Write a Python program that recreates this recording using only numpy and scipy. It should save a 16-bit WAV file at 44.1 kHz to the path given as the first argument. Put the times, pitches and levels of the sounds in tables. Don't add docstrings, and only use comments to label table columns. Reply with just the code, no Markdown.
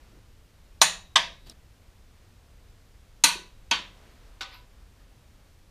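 import sys
import numpy as np
from scipy import signal
from scipy.fft import rfft, irfft
from scipy.io import wavfile
from scipy.ndimage import uniform_filter1d

SR = 44100
rng = np.random.default_rng(int(sys.argv[2]) if len(sys.argv) > 2 else 0)


def attenuation_scalar(level_db):
    decades = np.asarray(level_db, float) / 20
    return 10 ** decades


def log_audio(samples):
    frames = np.atleast_2d(samples).T
    limited = np.clip(frames, -1, 1)
    pcm = np.round(limited * 32767).astype(np.int16)
    wavfile.write(sys.argv[1], SR, pcm)


N = 251370
T = np.arange(N) / SR

CUTS_S = [
    1.526,
    4.655,
]


def on_log(hz, table):
    table_hz, value = np.transpose(table)
    return np.interp(np.log(np.maximum(hz, 1)), np.log(table_hz), value)


def coloured(size, colour):
    hz = np.arange(size // 2 + 1) * SR / size
    spec = rfft(rng.standard_normal(size)) * attenuation_scalar(on_log(hz, colour))
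    return spec / np.std(irfft(spec, size)), hz


def noise(colour):
    return irfft(coloured(N, colour)[0], N)


def add(out, sound, start_s):
    i = int(start_s * SR)
    out[i:i + len(sound)] += sound[:N - i]


def decay(t, t60):
    return np.exp(-np.log(1000) * t / t60)


def ring(t, modes):
    hz, db, t60 = np.transpose(modes)[:, :, None]
    return np.sum(attenuation_scalar(db) * np.sin(2 * np.pi * hz * t) * decay(t, t60), axis=0)


def paired(modes):
    return modes + [(hz * 1.0045, db - 5.5, t60) for hz, db, t60 in modes]


def walk(rate):
    hold = int(SR / rate)
    steps = np.repeat(rng.standard_normal(N // hold + 1), hold)
    return 1.2 * uniform_filter1d(steps, hold)[:N]


def burst(t, colour, t60):
    size = len(t)
    hz = np.arange(size // 2 + 1) * SR / size
    ceps = irfft(np.log(attenuation_scalar(on_log(hz, colour))), size)
    ceps[1:size // 2] *= 2
    ceps[size // 2 + 1:] = 0
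    shape = np.exp(rfft(ceps))
    push = rng.standard_normal(size) * decay(t, t60)
    return irfft(rfft(push) * shape, size) / np.sqrt(np.mean(np.abs(shape) ** 2))


def strokes(rows):
    total = 0
    for peak_s, db, rise, fall in rows:
        below_peak = np.where(T < peak_s, rise * (peak_s - T), fall * (T - peak_s))
        total = total + attenuation_scalar(db - below_peak)
    return total


def shop():
    # Hz, dB per Hz.
    shop_colour = [(8.8, -32), (15, -6), (33, -0.5), (61, -5.5), (112, -11.5), (137, -18.5), (163, -19.5),
                   (380, -26.5), (494, -26.5), (721, -30), (4260, -37), (14500, -46), (15800, -56)]
    # centre in seconds, lift in dB, half length in seconds.
    stir = [
        (0.01, 3, 0.14),
        (4.102, 5, 0.33),
        (5.652, 0, 0.21),
    ]
    spec, hz = coloured(N, shop_colour)
    middle = np.exp(-np.log2(np.maximum(hz, 1) / 1200) ** 2 / 7.0)
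    lift_db = sum(db * np.exp(-((T - s) / half_s) ** 2) for s, db, half_s in stir)
    swell = attenuation_scalar(lift_db + 0.4 * walk(5.6))
    swell = swell * attenuation_scalar(lift_db * 0.18 * walk(19))
    return attenuation_scalar(-53.5) * (irfft(spec * (1 - middle), N) + irfft(spec * middle, N) * swell)


def hands():
    # centre in seconds, level in dB, half length in seconds, centre in Hz.
    rustles = [(3.968, -82, .04, 900), (4.037, -69, .05, 640), (4.1, -71.5, .12, 1800),
               (4.25, -73, .1, 4000), (4.3, -75, .04, 1500), (4.212, -76, .05, 1700),
               (4.29, -72, 0.046, 500), (4.803, -68, 0.028, 1150), (4.85, -75, .02, 1100),
               (5.01, -69, .015, 1500), (.15, -63, 0.056, 300), (1.467, -63, 0.01, 800),
               (4.556, -57.5, 0.0053, 980), (4.513, -60, 0.0054, 900)]
    out = 0
    for s, db, half_s, hz in rustles:
        cloth = signal.lfilter(*signal.iirpeak(hz, 3.0, SR), rng.standard_normal(N))
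        grain = attenuation_scalar(db + 2.8 * walk(70))
        out = out + cloth / np.std(cloth) * grain * np.exp(-((T - s) / half_s) ** 2)
    return out


def ticks():
    # start in seconds, level in dB, t60 in seconds, treble tilt in dB per kHz.
    contacts = [
        (1.4974, -35.5, 0.013, 0.4),
        (4.4160, -40, 0.018, -1.5),
        (4.4215, -36, 0.022, -1),
        (4.431, -32, 0.019, -4),
        (3.2372, -27, .03, 1.0),
        (.8105, -47, .1, 0),
        (3.7104, -40, 0.034, 1.62),
        (1.1562, -43, .03, 0.8),
        (4.537, -51.5, 0.059, -6),
        (4.512, -60, 0.027, -4.5),
    ]
    # Hz, dB per Hz.
    tick_colour = [(880, -55.5), (1500, -21), (2640, -22.5), (3300, -12), (3900, 0), (4500, -6), (5300, 1),
                   (5830, -4), (6560, -16), (7670, -9.5), (11600, -19.5), (13100, -21.5), (15500, -27)]
    out = np.zeros(N)
    for s, db, t60, tilt in contacts:
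        colour = [(hz, level + tilt * hz / 1000) for hz, level in tick_colour]
        add(out, attenuation_scalar(db) * burst(T[:4096], colour, t60), s)
    return out


def wash(t, colour, modes, stretch, share):
    # Hz, t60 in seconds.
    wash_t60 = [(150, 0.67), (500, 0.49), (1000, .35), (2500, 0.37), (4500, 0.37), (7000, 0.35),
                (9500, 0.28), (12000, 0.29), (15000, 0.22)]
    # edge in Hz, dB there, reach below in Hz.
    tube = [(4600, 2.5, 900), (7300, 5.2, 950), (9780, 3, 740), (11400, 3, 950), (13900, 5.5, 900)]
    edge_softness_hz, echo_width_hz, scatter_hz = 90, 12, 14
    spec, hz = coloured(len(t), colour)
    tube_db = 0
    for edge, db, reach in tube:
        side = np.tanh((edge - hz) / edge_softness_hz)
        tube_db = tube_db + db * side * np.exp(-np.abs(edge - hz) / reach)
    peaks = [min(2500 / f, 1) / (1 + ((hz - f) / echo_width_hz) ** 2) for f, _, _ in modes]
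    echo_db = 5 * np.max(peaks, axis=0)
    span = max(int(scatter_hz / hz[1]), 1)
    scatter = np.sqrt(span) * uniform_filter1d(rng.standard_normal(len(hz)), span)
    spec = spec * attenuation_scalar(share * tube_db + echo_db + 2.5 * scatter)
    octave, out = np.log2(np.maximum(hz, 1)), 0
    for centre in np.arange(7, 14.6, 0.5):
        band = irfft(spec * np.clip(1 - 2 * np.abs(octave - centre), 0, 1), len(t))
        out = out + band * decay(t, stretch * on_log(2 ** centre, wash_t60))
    return out


def wrench():
    # start in seconds, ringing level in dB, crack over ringing in dB, crack t60 in seconds,
    # share of the blow through the wrench tube (about 0 to 1).
    clicks = [
        (.8150, -15.5, 11, 0.06, 1.14),
        (1.1575, -19, 12, 0.067, 0.2),
        (3.2384, -15, 10.5, 0.057, 1),
        (3.7118, -21.5, 6.5, 0.047, 0.2),
        (4.4080, -37, 7, 0.085, 0.65),
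    ]
    # Hz, dB per Hz.
    end_break_crack = [(120, -48.5), (200, -24), (350, -36.5), (480, -15), (780, -7.5), (1090, -2.5),
                       (1400, -11.5), (2020, -16), (3680, -0.5), (4750, -11), (6130, -2.5), (6960, -7),
                       (7480, -13.5), (8980, -4.5), (9660, -12.5), (10800, -16), (15500, -32.5)]
    end_reset_crack = [(120, -51), (200, -28.5), (400, -32), (680, -12.5), (1030, 1.5), (1200, 1),
                       (1370, -22.5), (1550, -6.5), (2330, -11), (3550, 3), (4100, -9), (6130, -8.5),
                       (6960, -20.5), (7760, -12.5), (8980, -21), (10400, -42), (11600, -34), (15500, -56)]
    centre_break_crack = [(120, -43.5), (200, -18), (462, -23), (874, -17.5), (1230, -19.5), (1600, -19),
                          (1950, -7), (4030, -2.5), (5390, -5), (6960, 1.5), (7620, -9.5), (9480, -2),
                          (10200, -12.5), (12900, -13.5), (15500, -31.5)]
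    centre_reset_crack = [(120, -40), (200, -19.5), (471, -39.5), (957, -8.5), (1840, -10.5), (3750, -6),
                          (5300, -13), (6350, -4), (7900, -30), (8980, -17), (10600, -32), (12900, -36),
                          (15500, -57)]
    knock_crack = [(150, -33), (250, -1.5), (563, -18), (897, -1.5), (1430, 0), (1820, -13), (2280, -1),
                   (3890, -2), (5220, -7.5), (10100, -27), (12000, -23), (14000, -34), (15500, -84.5)]
    cracks = [end_break_crack, end_reset_crack, centre_break_crack, centre_reset_crack, knock_crack]
    # Hz, dB per Hz.
    end_break_wash = [(240, -46.5), (400, -20.5), (568, -12), (700, -7), (830, -9), (913, -3), (1380, -8.5),
                      (1930, -0.5), (2110, -9.5), (2540, -2.5), (3140, -7.5), (3950, -1), (4750, -10),
                      (6750, -5.5), (7100, -5), (7510, -13), (8300, -9), (9160, -7), (10000, -13.5),
                      (12600, -20), (15400, -36)]
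    end_reset_wash = [(130, -52.5), (220, -23.5), (425, -22.5), (526, -10.5), (628, -17.5), (674, -8),
                      (777, -15), (1000, -2), (1150, -4), (1370, -15), (1610, -4), (2050, -4.5), (2750, -7),
                      (3520, -2), (4060, -9.5), (6000, -14), (7500, -22.5), (12600, -35), (14300, -51.5),
                      (15400, -57.5)]
    centre_break_wash = [(290, -47.5), (500, -17), (620, -15.5), (780, -16), (967, -2.5), (1360, -12.5),
                         (1470, -5.5), (1750, -8.5), (1960, -4), (2100, -9), (2530, -1.5), (3130, -8),
                         (3600, -4.5), (4180, -3.5), (4480, -3.5), (4750, -13.5), (5890, -8.5),
                         (7520, -13.5), (9060, -7), (9900, -16.5), (10800, -14), (12600, -19), (14000, -26),
                         (15400, -31)]
    centre_reset_wash = [(130, -54), (220, -12), (232, -19), (628, -14.5), (674, -14), (750, -16),
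                         (928, -5), (1110, -5), (1370, -6), (1470, -10), (2100, -5.5), (3460, -1.5),
                         (5300, -16), (5790, -15.5), (12000, -34.5), (13500, -45), (15400, -64)]
    knock_wash = [(240, -50.5), (400, -30), (527, -6), (683, -24.5), (760, -8), (833, -14), (1200, 0),
                  (1530, -13), (1730, -6.5), (3660, -6), (15400, -43.5)]
    washes = [end_break_wash, end_reset_wash, centre_break_wash, centre_reset_wash, knock_wash]
    # Hz, dB, t60 in seconds.
    end_break_rings = [(915, -1.5, 0.11), (1071, -4, 0.08), (1505.6, -14.5, 0.25), (1660, -14, 0.28),
                       (2008, -18.5, 0.56), (2089, -19.5, 0.21), (2281, -12, 0.1), (2520, -13.5, 0.31),
                       (2616, -14, 0.28), (2810, -16.5, 0.22), (2990, -20.5, 0.59), (3500, -20, 1.0),
                       (3760, -8.5, 0.13), (4450, -5, 0.13), (4570, -17.5, 0.16), (5960, -10, 0.12),
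                       (6430, 0, 0.043), (6800, -14, 0.14), (6950, -5, 0.098), (8000, -16, 0.14),
                       (8730, -5, 0.11), (9281, -21, 0.2), (1238, -15.5, .2), (826, -14, 0.12),
                       (772, -4, .1), (660, -8, 0.1), (7120, -22, .3), (1870, -14, 0.17)]
    end_reset_rings = [(927, -6, 0.16), (1086, -2.5, 0.12), (1219, -6.5, 0.14), (1536, -15, 0.15),
                       (1674, -16.5, 0.19), (1770, -9.5, 0.18), (1960, -8, 0.2), (2420, -5, 0.092),
                       (2640, -21, 0.3), (3100, -8.5, 0.13), (3530, -11, 0.33), (3670, -7, 0.14),
                       (3700, -9.5, 0.15), (4080, -1, 0.058), (4631, -7, 0.1647), (4850, -15, 0.15),
                       (5025, -31, 0.68), (5594, -21.5, 0.28), (5760, -22.5, 0.35), (7208, -27, 0.24),
                       (8215, -27.5, 0.2), (8710, -16, 0.073), (652, -9.5, .15), (1690, -16, 0.21),
                       (2186, -18, 0.19)]
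    centre_break_rings = [(930.5, -7.5, 0.12), (1191, -17.5, 0.64), (1499, -12, 0.087), (2007, -10, 0.2094),
                          (2599, -5.5, 0.24), (2850, -15.5, 0.33), (3190, -11, 0.12), (3200, -6, 0.055),
                          (3862, -7, 0.21), (3970, -4.5, 0.077), (4200, -0.5, 0.092), (4538, -15, 0.3),
                          (5460, -15, 0.15), (5690, -24, 0.15), (5960, -17.5, 0.23), (6320, -11, 0.17),
                          (6550, -14.5, 0.16), (7300, -10.5, 0.15), (8100, -29.5, 5.0), (8703, -7.5, 0.1),
                          (9000, -12.5, 0.12), (9300, -11.5, 0.14), (1240, -10, .12), (1099.7, -23, .36),
                          (2480, -13, 0.19)]
    centre_reset_rings = [(692, -10.5, 0.075), (928, -5, 0.12), (1137, -6.5, 0.17), (1494, -11.5, 0.28),
                          (1590, -23, 0.36), (1992, -15.5, 0.39), (2290, -10, 0.15), (2473, -13, 0.33),
                          (2600, 1, 0.13), (2998, -24, 0.33), (3162, -0.5, 0.089), (3340, -3, 0.18),
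                          (3644, -21.5, 0.61), (4510, -2.5, 0.2), (5150, -27, 0.43), (5437, -27, 0.32),
                          (5730, -25, 0.35), (6450, -26, 0.24), (6660, -24, 0.13), (7300, -14, 0.12),
                          (8872, -27, 0.15), (9157, -25, 0.17), (1686, -28, 0.44), (1790, -20, 0.38),
                          (1860, -28, 0.26), (2480, -18, 0.24)]
    knock_rings = [(777, -9.5, 0.46), (973, -12.5, 0.7), (1253, -10, 0.28), (1497, -4, 0.43),
                   (2020, -11.5, 0.63), (2230, -5, 0.15), (2600, -13, 0.25), (3570, -11.5, 1.4),
                   (3763, -3, 0.21), (4460, -8, 0.11), (4520, -2.5, 0.2), (5430, -11, 0.1),
                   (6880, -7, 0.095), (11560, -21, 0.077)]
    rings = [end_break_rings, end_reset_rings, centre_break_rings, centre_reset_rings, knock_rings]
    # Hz, dB, t60 in seconds.
    pawl_rings = [
        [(4060, -9.5, 0.013), (6840, -15.5, 0.023)],
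        [(3130, -15, 0.035), (3762, -18, 0.037)],
        [(7070, -11, 0.017), (4090, -11, 0.037)],
        [(6250, -18, 0.013), (3800, -16, 0.034)],
        [(2450, -46, .03), (3570, -34, .03)],
    ]
    handle_hz = [3831, 992, 163, 186, 286, 760, 920, 1071, 2616, 1498]
    # dB from the end cap, dB from the centre cap, t60 in seconds.
    handle_levels = [(-39, -49, 1.4), (-25, -20.5, 0.45), (-29, -32, 0.53), (-30.5, -29.5, 0.67),
                     (-22.5, -16.5, .15), (-25.5, -34, 0.19), (-17, -8.5, 0.16), (-10, -28.5, 0.18),
                     (-22, -17.5, 0.37), (-30, -13.5, 0.33)]
    iron_t60 = 0.3
    out, t = np.zeros(N), T[:2 ** 15]
    for k, (s, level_db, crack_db, crack_t60, share) in enumerate(clicks):
        slack = s > 4
        loose = 1.14 if slack else 1
        crack = attenuation_scalar(crack_db) * burst(t, cracks[k], crack_t60)
        dense = wash(t, washes[k], rings[k], 0.89 * loose, share)
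        dense = dense * (1 - np.exp(-t / 0.0054))
        iron = [(hz, db - 3.5, min(t60, iron_t60 * loose ** 2)) for hz, db, t60 in rings[k]]
        handle = []
        for hz, (end_db, centre_db, t60) in zip(handle_hz, handle_levels):
            handle.append((hz, end_db if s < CUTS_S[0] else centre_db, t60))
        blow = crack + attenuation_scalar(-2.5) * dense + ring(t, paired(iron)) + ring(t, handle) * attenuation_scalar(-7.5 * slack)
        click = attenuation_scalar(level_db) * blow + ring(t, pawl_rings[k])
        rise_ms = np.interp(share, [0, 1], [1.4, 0.79])
        left_s = min(cut - s for cut in CUTS_S + [N / SR] if cut > s)
        add(out, click * (1 - np.exp(-1000 * t / rise_ms)) * (t < left_s), s)
    return out


def rebounds():
    # start in seconds, Hz, level in dB, t60 in seconds.
    bounces = [(0.815, 4092, -12, 0.03), (.8179, 6097, -5, 0.013), (.8180, 3900, -6, .015),
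               (.8325, 8590, -20, .015), (1.159, 3000, -14, 0.011), (1.1612, 3603, -13, 0.013),
               (1.1645, 1099, -16.5, .02), (1.1736, 1185, -20, .02), (3.2388, 6513, -2, .012),
               (3.2445, 9000, -16.5, .015), (3.2407, 4124, -8, 0.013), (3.2414, 6910, -6.5, 0.0099),
               (3.2458, 4114, -13, .025), (3.2865, 8690, -21, .025), (3.2955, 4150, -19, .015),
               (3.7119, 6370, -14, 0.0075), (3.7146, 3810, -18.5, 0.01), (3.7187, 3010, -20, .012),
               (3.7257, 3200, -18, 0.013)]
    out, t = np.zeros(N), T[:2048]
    for s, hz, db, t60 in bounces:
        add(out, ring(t, [(hz, db, t60)]) * (1 - np.exp(-t / 0.00023)), s)
    return out


def scuff():
    # peak in seconds, level in dB, rise in dB per second, fall in dB per second.
    grating = [
        (1.47, -52.5, 697, 204),
        (1.514, -59.5, 700, 500.5),
    ]
    # Hz, dB per Hz.
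    scuff_colour = [(120, -4.5), (200, 1), (1110, -15.5), (2290, -17), (2750, -13.5), (4840, -10),
                    (5300, -21), (14400, -26), (15500, -39)]
    return noise(scuff_colour) * strokes(grating) * attenuation_scalar(1.2 * walk(190)) * (T < CUTS_S[0])


def block():
    # start in seconds, peak level in dB, Hz.
    rocks = [
        (3.356, -34, 368),
        (3.393, -41, 360),
        (3.418, -46, 364),
        (3.445, -48, 370),
        (3.473, -55, 365),
        (3.899, -53.5, 179),
    ]
    out, t = np.zeros(N), T[:4096]
    for s, db, hz in rocks:
        knock = ring(t, [(hz, db + 0.1, 15 / hz)])
        add(out, knock * (1 - np.exp(-t / 0.00064)), s)
    return out


def slide():
    # peak in seconds, level in dB, rise in dB per second, fall in dB per second.
    scraping = [
        (4.525, -45.5, 350, 157),
        (4.545, -45, 400, 232),
    ]
    # Hz, dB per Hz.
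    slide_colour = [(290, -51), (500, -18), (967, -3.5), (1800, -12), (2070, -4.5), (2690, -5.5),
                    (3200, -6), (4450, -5), (5000, -8), (5600, -22), (7760, -40), (9300, -27), (11000, -30),
                    (14300, -61), (22000, -120)]
    # Hz, dB, t60 in seconds.
    block_modes = [(990, 14, 0.53), (1500, 12, 0.33), (2660, 5, .06)]
    # peak in seconds, level in dB, rise in dB per second, fall in dB per second.
    singing = [
        (4.515, -75, 503, 300),
        (4.548, -61, 1200, 660),
        (4.588, -74, 900, 900),
        (4.612, -79, 600, 900),
        (4.502, -80, 600, 900),
    ]
    scrape = noise(slide_colour) * strokes(scraping) * attenuation_scalar(1.1 * walk(260) - 10.5)
    for hz, db, t60 in block_modes:
        scrape = scrape + attenuation_scalar(db) * signal.lfilter(*signal.iirpeak(hz, hz * t60 / 2.4, SR), scrape)
    fastest_s = singing[1][0]
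    note_hz = 12730 + 220 * np.exp(-((T - fastest_s) / 0.02) ** 2)
    wall_width_hz = 260
    wall = walk(wall_width_hz * 2) * np.sin(2 * np.pi * np.cumsum(note_hz) / SR)
    return (scrape + wall / np.std(wall) * strokes(singing)) * (T < CUTS_S[1])


def scene():
    # Hz, dB per Hz.
    side_hiss = [(12, -29.5), (20, -1), (549, -3), (1630, -6), (2090, -8.5), (5230, -4), (7520, -11.5),
                 (12400, -12), (15500, -22.5)]
    mid = shop() + hands() + ticks() + wrench() + rebounds() + scuff() + block() + slide()
    hiss = attenuation_scalar(-93.0) * noise(side_hiss)
    side = attenuation_scalar(7.0 * walk(22)) * (hiss + attenuation_scalar(-48) * np.roll(mid, 60))
    return np.array([mid + side, mid - side])


def band_limit(x):
    return signal.sosfilt(signal.butter(12, 16540, fs=SR, output="sos"), x)


def record(dry):
    # start in seconds, end in seconds, lowest lost Hz.
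    blanks = [
        (.8072, .8100, 900),
        (1.1482, 1.1544, 2200),
        (3.2325, 3.2366, 1200),
    ]
    rounded = np.tanh(1.12 * dry) / 1.12
    for start, end, hz in blanks:
        high_pass = signal.butter(4, hz, "high", fs=SR, output="sos")
        treble = signal.sosfiltfilt(high_pass, rounded)
        gate = 1.0 * (T > start) * (T < end)
        rounded = rounded - treble * uniform_filter1d(gate, size=24)
    top_cut = signal.ellip(12, 0.3, 60, 15230, fs=SR, output="sos")
    finished = signal.sosfilt(top_cut, rounded) + attenuation_scalar(-24) * rounded
    return band_limit(finished)


dry = scene()
out = record(dry)
log_audio(out)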